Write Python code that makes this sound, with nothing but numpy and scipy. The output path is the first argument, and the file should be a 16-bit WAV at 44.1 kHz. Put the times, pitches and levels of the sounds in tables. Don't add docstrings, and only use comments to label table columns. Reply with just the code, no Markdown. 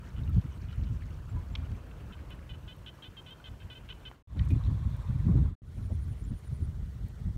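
import sys
import numpy as np
from scipy import signal
from scipy.fft import rfft, irfft
from scipy.io import wavfile
from scipy.ndimage import uniform_filter1d

SR = 44100
rng = np.random.default_rng(int(sys.argv[2]) if len(sys.argv) > 2 else 0)


def unload_wav(signal):
    wavfile.write(
        sys.argv[1],
        SR,
        np.round(np.clip(np.atleast_2d(signal).T, -1, 1) * 32767).astype(np.int16),
    )


N = 325017
TIME = np.arange(N) / SR
FREQS = np.fft.rfftfreq(N, 1 / SR)
TOP_HZ = 15730
# (start [s], end [s], fade-in [s], fade-out [s])
SPOTS = [(-1, 4.226, .115, .12), (4.273, 5.553, .115, .11), (5.619, 7.371, .115, .006)]


def frog(rasp_db=-9.5, least_rasp=.1):
    # (start [s], length [s], pulse rate [Hz], level [dB], flutter [0-1], flutter rate [Hz],
    #  sac resonance [Hz], its width [Hz], onset bend [share of pulse rate], slide [share of pulse rate])
    notes = [(1.912, .009, 490, -60, .4, 110, 2800, 550, .1, 0),
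             (2.123, .026, 498, -56, 0.4, 105, 3000, 450, 0.14, 0.03),
             (2.306, .033, 491, -54.5, 0.04, 110, 2960, 420, 0.23, 0.014),
             (2.493, 0.035, 492, -52.5, 0, 110, 3040, 380, 0.11, .015),
             (2.536, 0.023, 498, -58.5, .2, 110, 2960, 350, 0.033, 0.065),
             (2.678, 0.045, 495, -53.5, 0, 110, 3150, 320, 0.19, 0.017),
             (2.71, 0.027, 507, -56, 0.2, 110, 3060, 140, .08, -.015),
             (2.862, 0.04, 502, -49.5, 0.5, 109, 3150, 208, 0.11, -0.0093),
             (3.023, 0.02, 520, -51, 0.3, 111, 3190, 190, .03, .02),
             (3.041, 0.008, 556, -49, 0.3, 110, 3200, 260, .04, -.08),
             (3.048, 0.036, 502, -53.5, 0.15, 110, 3250, 320, .04, .016),
             (3.168, 0.038, 520, -50.5, 0, 109, 3160, 170, .06, -0.013),
             (3.263, 0.045, 496, -54, 0.2, 108, 3150, 343, 0.11, 0.018),
             (3.306, 0.035, 517, -52, 0, 111, 3180, 190, 0.04, -0.013),
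             (3.441, 0.022, 511, -52.5, 0.37, 150, 3180, 260, .04, 0.035),
             (3.459, 0.034, 500, -53.5, 0.3, 120, 3200, 380, 0.089, -0.0054),
             (3.602, 0.039, 516, -60, .3, 108, 2920, 350, 0.063, .014),
             (3.701, 0.043, 493, -51.5, 0, 112, 3140, 382, .1, 0.013),
             (3.7517, 0.039, 509, -53.5, 0, 110, 2980, 210, 0.043, -0.014),
             (3.889, .011, 510, -50, 0.3, 170, 3000, 320, .05, -0.049),
             (3.901, .017, 485, -45.5, 0.04, 110, 3080, 240, 0.052, 0.037),
             (3.923, 0.01, 503, -51, 0.3, 262, 3000, 350, .02, .05),
             (4.052, 0.04, 505, -48, 0.06, 112, 3070, 240, 0.12, 0.026)]
    out = np.zeros(N)
    for start, length, rate_hz, db, flutter, flutter_hz, sac_hz, width_hz, onset_bend, slide in notes:
        voice = buzz(length, rate_hz, sac_hz, width_hz, flutter, flutter_hz, onset_bend, slide)
        voice = band(voice, 1350, 4100, order=3)
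        breath = abs(voice) * rng.standard_normal(SR // 5)[:len(voice)]
        rasp = amp(rasp_db) * np.sqrt(flutter + least_rasp) * unit(band(breath, 2500, 4000, order=4))
        add(out, start, at_level(unit(voice) + rasp, length, db))
    return out


def buzz(length, rate_hz, sac_hz, width_hz, flutter, flutter_hz, onset_bend, slide, end_bend=.084, sag=.14):
    # (pitch [Hz], width [Hz], gain [dB])
    body_modes = [(1610, 240, -19.5), (1870, 320, -24), (2380, 200, -44), (3470, 1300, -47),
                  (5240, 1000, -12)]
    t = np.arange(round((length + .01) * SR)) / SR
    jitter = (.005 + .035 * flutter) * wobble(len(t), 70)
    settle = onset_bend * np.exp(-t / .00432)
    rise = end_bend * np.exp(np.minimum(t - length, 0) / .0048)
    bend = settle + slide * (t / length - .5) + rise
    cycles = np.cumsum(rate_hz * (1 + bend + jitter)) / SR
    pulses = np.cos(2 * np.pi * np.outer(cycles - .2, np.arange(1, 15))).sum(1)
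    pulses *= 1 + (.05 + .25 * flutter) * rng.standard_normal(len(t))
    effort = np.clip(3 * (1.04 - t / length), 0, 1)
    bursts = 1 - flutter * np.clip(3 * (flutter_hz * t % 1) - 1, 0, 1)
    drive = pulses * effort * (1 - sag * t / length) * bursts
    body = sum(amp(db) * ring(drive, hz, width) for hz, width, db in body_modes)
    return ring(drive, sac_hz, width_hz) + body


def wind(rumble_db=1, flutter_db=-29.5, eddy_hz=22, breeze_db=-55):
    # (time [s], strength [dB])
    gusts = [
        [(0.0, -44.5), (0.13, -45.5), (0.15, -37), (0.34, -28.5), (0.38, -19.5), (0.43, -50), (0.49, -35.5),
         (0.54, -48), (0.62, -36.5), (0.76, -41.5), (0.79, -28), (0.89, -36), (0.91, -29), (0.99, -37.5),
         (1.29, -42.5), (1.37, -32), (1.46, -43), (1.51, -37), (1.64, -34), (1.66, -44.5), (1.72, -32.5),
         (1.8, -47), (2.12, -42.5), (2.14, -58), (2.17, -42.5), (2.5, -47.5), (2.52, -39.5), (2.61, -49.5),
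         (2.65, -41.5), (2.76, -55.5), (2.79, -46.5), (3.07, -66.5), (3.09, -44), (3.12, -55.5), (3.4, -58),
         (3.54, -41), (3.59, -62), (3.65, -39), (3.75, -66), (3.77, -50), (3.92, -46.5), (4.02, -53),
         (4.1, -48.5), (4.14, -64)],
        [(4.31, -32.5), (4.34, -37.5), (4.418, -23.5), (4.445, -31.5), (4.485, -29), (4.515, -23), (4.582, -27),
         (4.618, -37), (4.668, -22), (4.69, -28), (4.712, -26.5), (4.812, -36), (4.867, -26), (4.9, -37),
         (4.93, -32), (4.966, -36), (4.996, -34), (5.052, -42), (5.1, -26), (5.128, -32), (5.15, -27.5),
         (5.175, -35), (5.197, -22.5), (5.222, -32.5), (5.275, -28), (5.33, -28), (5.354, -19.5), (5.392, -25),
         (5.433, -22), (5.47, -27), (5.55, -30.5)],
        [(5.7, -40.5), (5.708, -47), (5.812, -32), (5.838, -36), (5.865, -33.5), (5.895, -38), (5.932, -29.5),
         (6.01, -34), (6.06, -37), (6.1, -31.5), (6.202, -45), (6.22, -35), (6.3, -36.5), (6.332, -27),
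         (6.396, -54.5), (6.49, -39), (6.53, -32), (6.588, -45.5), (6.615, -28), (6.655, -33.5), (6.68, -30.5),
         (6.714, -40), (6.858, -33), (6.904, -41.5), (6.95, -42), (6.975, -40), (7.0, -40), (7.055, -31),
         (7.086, -52.5), (7.118, -37), (7.146, -48), (7.286, -29), (7.342, -45), (7.37, -25.5)],
    ]
    # (frequency [Hz], relative level [dB])
    rumble_colour = [(12, -51.5), (20, -13), (52, 7.5), (81, 5), (160, -8), (241, -20), (349, -41.5),
                     (600, -51.5), (780, -65), (1320, -120)]
    # (frequency [Hz], relative level [dB])
    sluice_colour = [(12, -53), (20, -14), (50, 6.5), (80, 7), (120, 3), (165, -7), (241, -24.5),
                     (349, -43.5), (600, -50), (780, -69), (1320, -120)]
    # (frequency [Hz], relative level [dB])
    flutter_colour = [(100, -20), (200, 8), (260, 3), (330, -5), (480, -20.5), (700, -27), (1000, -53),
                      (2000, -54), (5000, -77)]
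    gust_db = np.interp(TIME, *np.vstack(gusts).T)
    eddies = drift(eddy_hz)
    at_sluice = during(*SPOTS[1][:2])
    rumble = np.where(at_sluice, noise(sluice_colour, 25, 220), noise(rumble_colour, 25, 220))
    rumble *= unit(amp(3 * eddies))
    rumble /= np.sqrt(uniform_filter1d(rumble ** 2, size=2000) + 1e-9)
    flutter = noise(flutter_colour, 250, 600) * amp(gust_db + flutter_db + 5 * eddies)
    breeze = amp(breeze_db) * unit(band(rng.standard_normal(N), 75, 165))
    return rumble * amp(gust_db + rumble_db) + flutter + breeze


def wind_puffs(octaves=1.37):
    # (middle [s], length [s], level [dB], top of band [Hz])
    slaps = [(0.307, 0.046, -48, 241), (0.377, 0.019, -25, 127), (0.453, 0.017, -34.5, 250),
             (0.905, 0.031, -44, 195), (1.36, 0.035, -34.5, 187), (4.372, 0.033, -44, 317),
             (4.515, 0.025, -34, 250), (4.567, 0.031, -39.5, 290), (4.69, 0.032, -47, 183),
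             (5.199, .022, -47, 323), (5.287, 0.057, -25, 220), (5.354, 0.024, -34.5, 345),
             (5.361, .1, -53, 640), (5.406, 0.083, -37.5, 285), (5.912, .028, -50, 645),
             (6.228, 0.022, -53.5, 323), (6.312, 0.023, -39, 254), (7.268, 0.053, -41, 225)]
    out = np.zeros(N)
    for middle, length, db, top_hz in slaps:
        swirl = band(rng.standard_normal(SR // 2), top_hz / 2 ** octaves, top_hz, order=3)
        swirl = swirl[-round(2 * length * SR):]
        add(out, middle - length, at_level(swirl * np.hanning(len(swirl)), length, db))
    return out


def cricket(start=5.63, interval=.0876, length=.0655, wing_hz=9570, strokes_hz=125, full_db=-60.5):
    out, t = np.zeros(N), np.arange(round(length * SR)) / SR
    for elapsed in np.arange(12) * interval:
        db = full_db - 10 * np.exp(-elapsed / .17)
        stroke = (length - t) * strokes_hz * rng.uniform(.87, 1.2) % 1
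        hz = wing_hz * (1 + .012 * (stroke - .5) + .0086 * wobble(len(t), 150))
        swell = np.minimum(.031 + t / length, 1)
        add(out, start + elapsed, amp(db) * swell * np.sin(np.pi * stroke) ** 2 * sine(hz))
    return out


def chips(width_hz=720):
    # (start [s], length [s], pulse rate [Hz], level [dB], resonance [Hz], its fall [Hz/s])
    events = [(1.553, 0.0055, 1090, -37.5, 3650, 121000), (1.5577, 0.0014, 810, -44, 3270, 50000),
              (4.392, 0.0061, 760, -47, 3770, 198000)]
    out, t = np.zeros(N), np.arange(SR // 50) / SR
    pole = np.exp(-np.pi * width_hz / SR)
    for start, length, rate_hz, db, hz, fall in events:
        pulses = unit(np.diff(np.floor(rate_hz * t), prepend=-1))
        drive = (pulses + rng.standard_normal(len(t))) * (t < length)
        sweep = np.exp(2j * np.pi * np.cumsum(hz - fall * np.minimum(t, length)) / SR)
        chip = (sweep * signal.lfilter([1], [1, -pole], drive / sweep)).imag
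        add(out, start, at_level(band(chip, 1150, 5800, order=3), length, db))
    return out


def gravel_ticks(crunch=.43, crunch_s=.0018, rattle=.34):
    # (time [s], level [dB], ring [Hz], time to fall 60 dB [s])
    ticks = [(0.177, -51, 1355, 0.05), (.235, -54.5, 3750, 0.03), (.277, -49.5, 2790, 0.023),
             (.292, -49, 1320, 0.081), (.729, -52.5, 3040, 0.044), (1.02, -42.5, 1720, 0.012),
             (1.364, -50, 993, .2), (1.556, -61.5, 2400, 0.37), (1.655, -55, 2900, .04),
             (2.191, -49, 1600, 0.0089), (2.392, -46.5, 1750, 0.0088), (3.401, -49.5, 1460, 0.034),
             (4.114, -33, 1150, 0.0038), (4.394, -46, 1905, 0.05), (4.504, -50, 2470, 0.16),
             (4.611, -46.5, 1160, 0.032), (4.638, -51, 3700, .01), (4.65, -54.5, 3900, 0.02),
             (4.664, -53, 3670, .012), (4.83, -54, 1080, 0.14), (5.285, -50, 1086, 0.15),
             (5.458, -45.5, 1080, 0.032)]
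    out, t = np.zeros(N), np.arange(SR // 5) / SR
    for start, db, hz, t60 in ticks:
        burst = unit(band(rng.standard_normal(len(t)), .62 * hz, 1.56 * hz, order=3))
        burst *= np.exp(-t / crunch_s)
        chatter = unit(band(rng.standard_normal(len(t)), .88 * hz, 1.02 * hz))
        tone = np.sin(2 * np.pi * hz * t) + rattle * chatter
        add(out, start, amp(db) * (tone * amp(-60 * t / t60) + crunch * burst))
    return out


def scuffs(grains_per_s=2500):
    # (time [s], level [dB], bottom of band [Hz], top of band [Hz], decay [s])
    sprays = [(.345, -68, 3300, 6000, .015), (0.413, -57, 2200, 5000, 0.0055),
              (0.616, -51.5, 4000, 5900, 0.0033), (.836, -60, 2400, 5360, 0.012),
              (0.931, -64.5, 2300, 7000, 0.025), (1.02, -46, 1250, 2120, 0.0026),
              (1.056, -63, 3500, 5700, .006), (1.552, -50, 1200, 2500, 0.0046),
              (1.717, -60, 2300, 4920, 0.0041), (4.485, -64, 3500, 9500, .02),
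              (4.505, -63, 4020, 14000, 0.014), (4.505, -51.5, 1610, 3420, 0.0056)]
    out, t = np.zeros(N), np.arange(SR // 10) / SR
    for start, db, lo_hz, hi_hz, decay_s in sprays:
        grains = rng.standard_normal(len(t)) * (rng.random(len(t)) < grains_per_s / SR)
        add(out, start, amp(db) * unit(band(grains, lo_hz, hi_hz, order=3)) * np.exp(-t / decay_s))
    return out


def grit(spread_db=7, tilt=.11, clump_db=6, clump_hz=18):
    # (start [s], end [s], base rate [stones/s], base level [dB])
    shuffles = [(0.015, 1.196, 430, -61), (1.206, 1.794, 400, -67), (1.795, 4.2, 95, -68),
                (4.375, 4.702, 290, -60.5), (4.697, 6.998, 420, -70)]
    out = np.zeros(N)
    clumps = unit(amp(clump_db * drift(clump_hz)))
    stones_per_s = clumps * sum(rate * during(start, end) for start, end, rate, _ in shuffles)
    force = sum(amp(db) * during(start, end) for start, end, _, db in shuffles)
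    stones_hz = np.geomspace(1300, 7200, 32)
    for hz in stones_hz:
        hits = rng.random(N) < stones_per_s / len(stones_hz) / SR
        strength = force * amp(spread_db * rng.uniform(-2.2, 1, N))
        out += ring(hits * strength, hz, .065 * hz) * (2000 / hz) ** tilt
    return out


def pinpricks(lo_hz=8000, decay_s=.0011):
    # (time [s], peak [dB])
    clicks = [(0.2962, -52), (0.7592, -57), (2.3044, -53), (2.766, -53), (3.3084, -54), (3.7698, -57),
              (4.4514, -53), (4.4595, -57), (4.9666, -54), (6.0806, -55), (6.3894, -58), (7.085, -51)]
    out, t = np.zeros(N), np.arange(400) / SR
    for start, peak_db in clicks:
        click = band(rng.standard_normal(len(t)) * np.exp(-t / decay_s), lo_hz, TOP_HZ)
        add(out, start, amp(peak_db) * click / abs(click).max())
    return out


def bird(arch=.053):
    # (start [s], length [s], top pitch [Hz], peak [dB])
    whistles = [(.53, .05, 8350, -72), (1.295, 0.015, 7550, -64), (1.517, 0.024, 7350, -70),
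                (6.239, 0.0041, 7300, -58), (6.248, 0.0066, 7300, -58.5), (6.474, 0.0087, 7350, -67)]
    out = np.zeros(N)
    for start, length, hz, db in whistles:
        swell = np.sin(np.linspace(0, np.pi, round(length * SR)))
        add(out, start, amp(db) * swell * sine(hz * (1 - arch * (1 - swell))))
    return out


def far_frogs(uneven_db=4, rate_hz=495):
    # (first call [s], silent from [s], interval [s], call length [s], sac resonance [Hz], mean level [dB])
    callers = [(0.154, .95, .174, 0.056, 3000, -66.5), (5.803, 7.33, .133, 0.018, 1460, -72)]
    out = np.zeros(N)
    for first, until, interval, length, hz, db in callers:
        for start in np.arange(first, until, interval):
            call = buzz(length, rate_hz, hz, .19 * hz, flutter=.79, flutter_hz=110, onset_bend=.089, slide=0)
            distant = ring(call, hz, .59 * hz) * signal.windows.tukey(len(call), .4)
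            add(out, start, at_level(distant, length, db + uneven_db * rng.standard_normal()))
    return out


def air(waver_db=.64, waver_hz=28, split_hz=3000, hiss_share=.13):
    # (frequency [Hz], relative level [dB])
    fields = [(150, -18), (260, -0.5), (571, -5.5), (689, -7.5), (804, -11), (906, -7.5), (1460, -10.5),
              (1650, -12), (1920, -17), (2900, -18.5), (3750, -25.5), (4370, -25.5), (4930, -26.5),
              (5750, -28.5), (15500, -35)]
    sluice = [(240, -40), (400, -6), (438, -3.5), (643, -4), (694, -5), (749, -7), (1020, -1.5),
              (1490, -8.5), (2320, -12.5), (2920, -16), (3620, -11), (4920, -17.5), (5310, -17.5),
              (9350, -20), (15500, -27.5)]
    bank = [(240, -4), (400, 2), (569, -7.5), (614, -2), (694, -8), (796, -8), (1450, -9.5), (1610, -13),
            (1910, -11), (2630, -17), (3210, -13), (7790, -17), (9650, -18), (10400, -20), (15500, -23)]
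    # (fields [dB], sluice [dB], bank [dB])
    levels = [-61.5, -68, -75]
    # (time [s], gain [dB])
    ride = [(1.2, -2.5), (1.6, 0), (2.4, -0.5), (2.9, -3.5), (4.2, -2.5), (4.3, 7.5)]
    ride_db = np.interp(TIME, *np.transpose(ride))
    wash = np.zeros(N)
    for (start, end, _, _), colour, db in zip(SPOTS, (fields, sluice, bank), levels):
        wash += amp(db) * noise(colour, 800, 2400) * during(start, end)
    body = low_pass(wash, split_hz)
    hiss = wash - body
    blend = body * amp(ride_db) + hiss * amp(hiss_share * ride_db)
    return rustle(blend * amp(waver_db * drift(waver_hz)))


def rustle(x):
    hz, _, spectra = signal.stft(x, SR, nperseg=512)
    patches = uniform_filter1d(rng.standard_normal(spectra.shape), size=6, axis=0)
    patches = unit(uniform_filter1d(patches, size=4, axis=1))
    depth_db = np.interp(hz, [300, 1200, 4000, 9000], [1, 2.3, 1.8, .3])[:, None]
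    return signal.istft(spectra * amp(depth_db * patches), SR, nperseg=512)[1][:N]


def field_echo(x, wet_db=-21, t60=.98, build_s=.0098):
    t = np.arange(SR // 2) / SR
    tail = rng.standard_normal(len(t)) * amp(-60 * t / t60) * np.minimum(t / build_s, 1)
    return x + amp(wet_db) * signal.fftconvolve(x, tail / np.linalg.norm(tail))[:N]


def amp(db):
    return 10 ** (np.asarray(db) / 20)


def unit(x):
    return x / np.sqrt(np.mean(x ** 2) + 1e-20)


def at_level(x, length, db):
    return amp(db) * x / np.sqrt(np.sum(x ** 2) / (length * SR))


def add(mix, start, sound):
    part = mix[round(start * SR):][:len(sound)]
    part += sound[:len(part)]


def during(start, end):
    return (TIME > start) & (TIME < end)


def sine(hz):
    return np.sin(2 * np.pi * np.cumsum(hz) / SR)


def band(x, lo_hz, hi_hz, order=2):
    return signal.sosfilt(signal.butter(order, [lo_hz, hi_hz], "band", fs=SR, output="sos"), x)


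def low_pass(x, hz):
    return irfft(rfft(x) / (1 + (FREQS / hz) ** 4), N)


def ring(x, hz, width_hz):
    pole = np.exp((2j * np.pi * hz - np.pi * width_hz) / SR)
    return signal.lfilter([1], [1, -pole], x).imag


def noise(colour, lo_hz, hi_hz):
    hz, db = np.transpose(colour)
    spectrum = rfft(rng.standard_normal(N)) * amp(np.interp(np.log(FREQS + 1), np.log(hz + 1), db))
    return irfft(spectrum, N) / np.std(irfft(spectrum * (FREQS > lo_hz) * (FREQS < hi_hz), N))


def drift(rate_hz):
    return unit(low_pass(rng.standard_normal(N), rate_hz))


def wobble(samples, smooth_samples):
    return unit(uniform_filter1d(rng.standard_normal(N // 50), size=smooth_samples))[:samples]


def scene():
    near = frog() + chips() + gravel_ticks() + scuffs() + grit() + bird() + cricket()
    return (field_echo(near) + far_frogs() + pinpricks() + wind() + wind_puffs() + air())[None]


def record(dry, bass_cut_hz=36):
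    # (centre [Hz], width [Hz], gain [dB])
    notches = [(4910, 440, -3.5), (10450, 680, -4.5)]
    hz = np.fft.rfftfreq(2 * N, 1 / SR)
    port_db = sum(db * np.exp(-(2 * (hz - centre) / width) ** 2) for centre, width, db in notches)
    bass_cut = hz ** 2 / np.hypot(hz ** 2, bass_cut_hz ** 2)
    heard = irfft(rfft(dry, 2 * N) * amp(port_db) * bass_cut)[:, :N]
    fades = np.zeros(N)
    for start, end, rise, fall in SPOTS:
        corners = [start, start + .001, start + rise, end - fall, end - .002, end]
        fades += np.interp(TIME, corners, [0, .18, 1, 1, .14, 0])
    band_limit = signal.firwin(1023, TOP_HZ, window=("kaiser", 9), fs=SR)
    return signal.oaconvolve(heard * fades, band_limit[None], "same")


dry = scene()
out = record(dry)
unload_wav(out)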